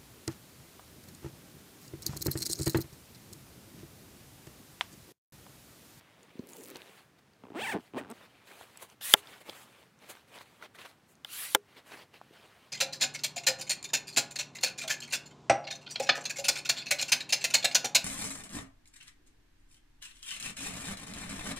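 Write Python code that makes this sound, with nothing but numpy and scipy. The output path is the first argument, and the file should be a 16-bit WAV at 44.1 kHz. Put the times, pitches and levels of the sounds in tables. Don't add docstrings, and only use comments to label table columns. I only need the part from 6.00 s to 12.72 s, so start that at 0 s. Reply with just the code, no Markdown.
import sys
import numpy as np
from scipy import signal
from scipy.fft import rfft, irfft
from scipy.io import wavfile
from scipy.ndimage import uniform_filter1d

SR = 44100
rng = np.random.default_rng(int(sys.argv[2]) if len(sys.argv) > 2 else 0)


def int16_out(signal):
    q = np.round(np.clip(np.atleast_2d(signal).T, -1, 1) * 32767)
    wavfile.write(sys.argv[1], SR, q.astype(np.int16))


def voltage_ratio(level):
    return 10 ** (np.asarray(level, float) / 20)


N = 296295


def evened(x):
    return x / np.sqrt(np.mean(x ** 2) + 1e-20)


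def read(points, hz):
    f, value = np.transpose(points)
    return np.interp(np.log(hz + 1), np.log(f + 1), value, left=-90)


def add(mix, s, sound):
    part = mix[round(s * SR):][:len(sound)]
    part += sound[:len(part)]


def spread(rows):
    s, *columns = np.transpose(rows)
    t = np.arange(s[0], s[-1], 1 / SR)
    return s[0], [np.interp(t, s, c) for c in columns]


def noise(spectrum, patchy_db, grain_db, grains_per_s=3000):
    snap_now = rng.random(N) < grains_per_s / SR
    snaps = voltage_ratio(grain_db * np.minimum(rng.exponential(1, N), 3.3)) * snap_now
    grainy = rng.standard_normal(N) * (1 + snaps)
    hz, t, z = signal.stft(grainy, SR, nperseg=512, noverlap=384)
    patches = uniform_filter1d(rng.standard_normal(z.shape), size=8, axis=0)
    patches = uniform_filter1d(patches, size=10, axis=1)
    z = z * voltage_ratio(read(spectrum, hz)[:, None] + patchy_db * evened(patches))
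    return evened(signal.istft(z, SR, nperseg=512, noverlap=384)[1][:N])


def ring(hz, t60, turn=0):
    t = np.arange(round(t60 * SR) + 9) / SR
    wave = voltage_ratio(-60 * t / t60) * np.sin(2 * np.pi * (hz * t + turn))
    return signal.lfilter(*signal.butter(1, hz / 2, "high", fs=SR), wave)


def rings(x, modes):
    out = 0
    for k, (hz, width, db) in enumerate(modes):
        struck = signal.fftconvolve(x, ring(hz, 1.8 / width))[:len(x)]
        out = out + (-1) ** k * voltage_ratio(db) * struck
    return out


def quiet_air():
    # frequency in Hz, relative level in dB per Hz.
    air_colour = [(18, -41), (30, -11), (43, -15), (90, 7), (157, 5.5), (584, -4.5), (1670, -7.5),
                  (2900, -12.5), (11700, -24.5), (16000, -26.5)]
    return voltage_ratio(-65) * noise(air_colour, 0.38, 0)


def strokes(start, held, db):
    t = np.arange(0, N + 64, 64)[:, None] / SR
    rising, falling = np.maximum(start - t, 0), np.maximum(t - start - held, 0)
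    rise_s, fall_s = 0.0078 + .08 * held, 0.0078 + 0.27 * held
    lost_db = 10 * (rising / rise_s + falling / fall_s)
    loudness = np.sqrt((voltage_ratio(db - lost_db) ** 2).sum(1))
    return np.interp(np.arange(N) / SR, t[:, 0], loudness)


def hooks():
    # from and to, in seconds.
    tugged_s = (.47, .77)
    size = voltage_ratio(4 * np.minimum(rng.exponential(1, N), 2)) * (rng.random(N) < 130 / SR)
    size *= abs(np.arange(N) / SR - np.mean(tugged_s)) < np.ptp(tugged_s) / 2
    snaps = signal.lfilter([1], [1, -.85], size) * rng.standard_normal(N)
    return evened(signal.lfilter(*signal.butter(2, 4000, "high", fs=SR), snaps))


def handling():
    # frequency in Hz, relative level in dB per Hz.
    weave_colour, coat_colour, padding_colour = [(120, -18.5), (400, 0), (1500, -2.5), (3000, -3.5),
                                                 (4500, -10), (6200, -18.5), (8000, -28)], [(4500, -40.5), (6200, -5.5), (8000, -3),
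                                                              (11000, -4.5), (15500, -9.5)], [(60, -40), (150, -9.5),
                                                                             (350, 1), (500, 0.5),
                                                                             (800, -32)]
    # start in seconds, time held in seconds, weave level in dB, coat level in dB above the weave.
    stroke_rows = [(0, .46, -64.5, -13.5), (.5, 0.14, -61, 1.5), (.68, 0.105, -57.5, -17),
                   (.8, .19, -58.5, -8), (.758, 0.012, -53, -8), (1.19, 0, -59.5, -12),
                   (1.8, 0.074, -63.5, -8), (2.139, 0.11, -58, -11.5), (2.3, 0.13, -65.5, -13),
                   (2.475, .14, -56, -7.5), (2.598, 0.038, -57.5, -6.5), (2.65, .12, -62.5, -7),
                   (2.799, 0.051, -56, -5.5), (2.825, 0.0043, -47.5, 0.5), (2.889, 0.039, -61.5, -6.5),
                   (3.169, 0.022, -51.5, -1), (3.2, 0.19, -58.5, -8.5), (3.28, .06, -54.5, -10.5),
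                   (3.41, 0.0084, -53.5, -6.5), (3.465, .09, -53.5, -7.5), (3.56, .07, -56, -3),
                   (3.495, 0.0021, -46.5, -8.5), (3.63, 0.2, -62, -9.5), (4.025, .15, -57.5, -10.5),
                   (4.098, .016, -46.5, -2.5), (4.28, 0.024, -63.5, -8.5), (4.325, 0.092, -56.5, -9.5),
                   (4.351, 0.019, -49.5, -14), (4.412, 0.0091, -52.5, -8), (4.46, 0.14, -65, -8),
                   (4.625, 0.027, -49, -17), (4.754, 0.0051, -53.5, -8.5), (4.785, 0.111, -59, -8.5),
                   (4.791, 0.035, -52, -11), (4.853, 0.0092, -47.5, -13.5), (5.09, 0.035, -73, 5.5),
                   (5.689, 0.11, -63.5, -14), (5.769, 0.021, -52.5, -15), (5.87, 0.099, -56, -8),
                   (5.92, 0.022, -47, -19), (5.975, .05, -53, -14), (6.14, .03, -56.5, -14.5),
                   (6.18, .15, -66, -13), (6.335, .04, -57.5, -15.5), (6.39, 0.071, -61, -12),
                   (6.46, 0.21, -63, -13)]
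    # start in seconds, time held in seconds, level in dB.
    pressing_rows = [(.2, 0.042, -62), (.37, 0.28, -58.5), (.58, 0.052, -51.5), (.68, 0.076, -52),
                     (.82, 0.196, -71), (1.3, 0.059, -83)]
    weave = noise(weave_colour, 2.3, 5.8, 1300)
    coat = noise(coat_colour, 1.5, 2.8, 1300)
    padding = noise(padding_colour, 2.3, 1.7, 280)
    start, held, db, sheen_db = np.transpose(stroke_rows)
    out = strokes(start, held, db) * weave + strokes(start, held, db + sheen_db) * coat
    return out + strokes(*np.transpose(pressing_rows)) * padding + voltage_ratio(-70.0) * hooks()


def tap(s, level_db, hz, t60):
    t60 = max(t60, .003)
    body = ring(hz, t60) + .5 * ring(1.39 * hz, t60, rng.random())
    t = np.arange(len(body)) / SR
    crumb = uniform_filter1d(rng.standard_normal(len(body)), size=int(SR / hz / 3) + 1)
    crumb = crumb * voltage_ratio(-60 * t / t60)
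    rise = np.minimum(t * hz / 0.545, 1)
    return s, voltage_ratio(level_db) * rise * (1.01 * body + 0.74 * crumb)


def slides():
    # frequency in Hz, relative level in dB per Hz.
    body_colour, treble_colour = [(300, -23.5), (1100, -10.5), (1600, -11), (2800, -4), (4400, -6),
                                  (6500, -13), (8000, -26)], [(4000, -29), (6500, -8), (10500, -0.5), (15500, -8)]
    # time in seconds, level of the hiss body in dB.
    slide_tables = [
        [(3.008, -61), (3.02, -50.5), (3.05, -44), (3.09, -44), (3.138, -41.5)],
        [(5.256, -64.5), (5.33, -48.5), (5.44, -45), (5.48, -49), (5.548, -50)],
    ]
    pipe_start_hz = (1700, 1230)
    low, high = noise(body_colour, 1.8, 0), noise(treble_colour, 1.8, 0)
    out = np.zeros(N)
    fade = np.exp(-np.pi * 110 / SR)
    for rows, pipe_hz in zip(slide_tables, pipe_start_hz):
        s, (db,) = spread(rows)
        now = slice(round(s * SR), round(s * SR) + len(db))
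        t = np.arange(len(db)) / SR
        turn = np.exp(2j * np.pi * np.cumsum(pipe_hz + 3400 * t) / SR)
        pipe = 0
        for k in range(1, 4):
            resonance = turn ** k * signal.lfilter([1 - fade], [1, -fade], low[now] / turn ** k)
            pipe = pipe + 2 * resonance.real / k
        pipe_db = 10 - 45 * t
        treble_db = 5.5 + .45 * (db + 45.5)
        out[now] = voltage_ratio(db) * (low[now] + voltage_ratio(pipe_db) * pipe + voltage_ratio(treble_db) * high[now])
    return out


def clack(s, peak_db, tilt_db, rattle_ms):
    # frequency in Hz, relative level in dB, t60 in seconds.
    tube_modes = [(409, -40, .16), (484, -43, .11), (330, -22, .03), (520, -14, .025), (640, -16, .03),
                  (1400, -13, .025), (2050, -11, .015), (850, -10, .024), (1660, -5, .014),
                  (3100, -3, .011), (3500, -4, .011)]
    t = np.arange(SR // 3) / SR * 1000
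    crumbs = rng.standard_normal(len(t))
    crumbs = signal.lfilter(*signal.butter(1, [1500, 14000], "band", fs=SR), crumbs)
    chatter = crumbs * np.exp(-(t / rattle_ms) ** 3) * np.minimum(t / 0.054, 1)
    out = voltage_ratio(0.16 * tilt_db + 1.5) * chatter
    out += voltage_ratio(-38.0 - 0.49 * t) * crumbs
    thud = rng.standard_normal(len(t))
    thud = evened(signal.lfilter(*signal.butter(2, [220, 1500], "band", fs=SR), thud))
    out += voltage_ratio(-4.5 - tilt_db - 1.9 * t) * np.minimum(t / 2, 1) * thud
    for hz, db, t60 in tube_modes:
        tone = ring(hz, t60, rng.random())
        swell = 1 - np.exp(-(t[:len(tone)] * hz / 3500) ** 2)
        add(out, 0, voltage_ratio(db + 14.5 + tilt_db * np.log2(hz / 2000)) * swell * tone)
    return s, voltage_ratio(peak_db) * out / abs(out).max()


def zipper(pace, grip, scraping):
    # frequency in Hz, width in Hz, relative level in dB.
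    bag_modes, slider_modes = [(239, 78, 2), (404, 100, 1), (860, 300, 0)], [(1900, 2420, 19.5), (3470, 1500, 1)]
    s, (rate,) = spread(pace)
    tail = 2000
    tooth_db, thump_db, tape_hz = (np.pad(c, (0, tail), "edge") for c in spread(grip)[1])
    loose = np.clip(70 / rate, .12, 1)
    wobble = evened(uniform_filter1d(rng.standard_normal(len(rate)), size=300))
    teeth = np.cumsum(rate * (1 + .15 * loose * wobble)) / SR
    at = np.flatnonzero(np.diff(np.floor(teeth)))
    late = (1 - teeth[at] % 1) / (teeth[at + 1] - teeth[at])
    uneven_db = 3 * loose[at] * rng.standard_normal(len(rate))[at]
    force = voltage_ratio(tooth_db[at] + 1.2 * np.roll(wobble, 999)[at] + uneven_db)
    taps = np.zeros(len(tooth_db))
    taps[at] += force * (1 - late)
    taps[at + 1] += force * late
    puff = signal.lfilter([1], [1, -np.exp(-1 / (0.00414 * SR))], taps)
    judder = .12 * np.pad(loose, (0, tail), "edge") * puff * rng.standard_normal(len(taps))
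    soft = signal.lfilter(*signal.butter(2, 4600, fs=SR), taps + judder)
    turn = np.exp(2j * np.pi * np.cumsum(tape_hz) / SR)
    tape_fade = np.exp(-np.pi * 400. / SR)
    tape = (turn * signal.lfilter([1], [1, -tape_fade], soft / turn)).imag
    drag = uniform_filter1d(puff, size=900)
    scrape = (voltage_ratio(-20.5) * puff + voltage_ratio(-32) * drag) * scraping[round(s * SR):][:len(taps)]
    return s, rings(soft * voltage_ratio(thump_db), bag_modes) + rings(soft, slider_modes) + voltage_ratio(7.5) * tape + scrape


def scene():
    # frequency in Hz, relative level in dB per Hz.
    scrape_colour = [(2000, -23), (4500, -10), (6500, -5), (8500, 1), (11800, -11.5), (15500, -6.5)]
    # time in seconds, tooth level in dB, bag thump in dB relative to it, taut tape in Hz.
    pulls = [([(1.407, 66), (1.53, 68), (1.545, 130), (1.558, 300), (1.585, 380), (1.62, 805), (1.64, 920),
             (1.647, 770), (1.66, 790), (1.677, 1030), (1.692, 855), (1.705, 925), (1.727, 760),
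             (1.745, 280), (1.76, 150), (1.81, 40)], [(1.407, -68, 12, 1800), (1.46, -60, 14, 1000),
             (1.53, -61, 14, 1000), (1.56, -46, 10, 1100), (1.62, -41, 3, 3300), (1.65, -41, -5, 2350),
             (1.7, -41, -5, 1850), (1.724, -41, 0, 2300), (1.745, -44, 18, 1500), (1.772, -47, 20, 1500),
             (1.787, -58, 14, 1500), (1.81, -62, 12, 1500)]), ([(1.926, 95), (1.96, 120), (1.977, 480),
             (1.987, 640), (1.994, 600), (2.006, 150), (2.05, 85), (2.09, 110), (2.1, 210), (2.126, 240)],
             [(1.926, -56, 16, 900), (1.977, -43, 12, 1000), (1.99, -46, 8, 2400), (2.01, -51, 9, 1500),
             (2.09, -58, 8, 1400), (2.1, -52, 10, 1300), (2.126, -52, 12, 1300)])]
    # start in seconds, peak in dB,
    # tilt of the ringing in dB per octave about 2 kHz, rattle in ms.
    clack_rows = [(3.011, -35, 1.5, 1.2), (3.1378, 5, 1.5, 2.9), (5.2472, -25.5, 4.5, 0.75),
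                  (5.5481, -4, -2.5, 4.26)]
    # start in seconds, level in dB, frequency in Hz.
    knock_rows = [(.282, -47.5, 300), (0.354, -40, 262), (0.393, -25, 253), (0.434, -41.5, 263),
                  (0.756, -32, 520), (2.611, -35.5, 746), (3.291, -48, 353), (3.49, -30, 549),
                  (4.102, -39, 541), (4.381, -36, 910), (4.41, -34.5, 1002), (4.813, -56, 404),
                  (6.2141, -33, 784), (6.308, -44.5, 336.6)]
    # start in seconds, level in dB, frequency in Hz, t60 in seconds.
    tick_rows = [(.231, -47, 6950, .008), (.392, -48.5, 4260, 0.0098), (0.5332, -36.5, 6800, 0.01),
                 (0.7582, -30.5, 4230, 0.0041), (0.819, -34.5, 2720, 0.0048), (1.335, -55, 4630, .008),
                 (2.1005, -47.5, 8700, 0.032), (2.1127, -40.5, 8000, 0.016), (2.5132, -44, 1630, 0.02),
                 (2.7731, -40.5, 7830, 0.017), (2.9003, -46, 6000, 0.0071), (3.272, -40.5, 3530, 0.012),
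                 (3.496, -32, 3390, 0.012), (3.99, -53, 6000, 0.0057), (4.285, -51.5, 3000, .006),
                 (4.3869, -38, 3830, 0.0045), (4.6249, -36, 1430, 0.032), (4.7484, -43.5, 1540, 0.012),
                 (4.7874, -40.5, 2170, 0.0071), (4.816, -41, 2620, 0.021), (5.154, -51, 6470, 0.0054),
                 (5.7674, -44, 2286, 0.017)]
    mix = quiet_air() + handling() + slides()
    scraping = noise(scrape_colour, 0.63, 0)
    for pace, grip in pulls:
        add(mix, *zipper(pace, grip, scraping))
    for row in clack_rows:
        add(mix, *clack(*row))
    for s, level_db, hz in knock_rows:
        add(mix, *tap(s, level_db, hz, 8 / hz))
    for row in tick_rows:
        add(mix, *tap(*row))
    return np.array([mix, mix])


def band_limit(x):
    return signal.sosfilt(signal.butter(12, 16250, fs=SR, output="sos"), x)


def record(dry):
    # frequency in Hz, side over mid in dB, before a cut of 6 dB.
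    apart = [(60, -32), (240, -36), (950, -36), (3770, -24), (15000, -2)]
    mid = signal.lfilter(*signal.butter(3, 80, "high", fs=SR), dry.mean(0))
    hz = np.fft.rfftfreq(N, 1 / SR)
    side = irfft(rfft(np.roll(mid, 40)) * voltage_ratio(read(apart, hz) - 6), N)
    clipped = np.clip([mid + side, mid - side], -1, 1)
    band = signal.oaconvolve(clipped, signal.firwin(127, 16000, fs=SR)[None], "same")
    return band_limit(band)


dry = scene()
out = record(dry)
int16_out(out)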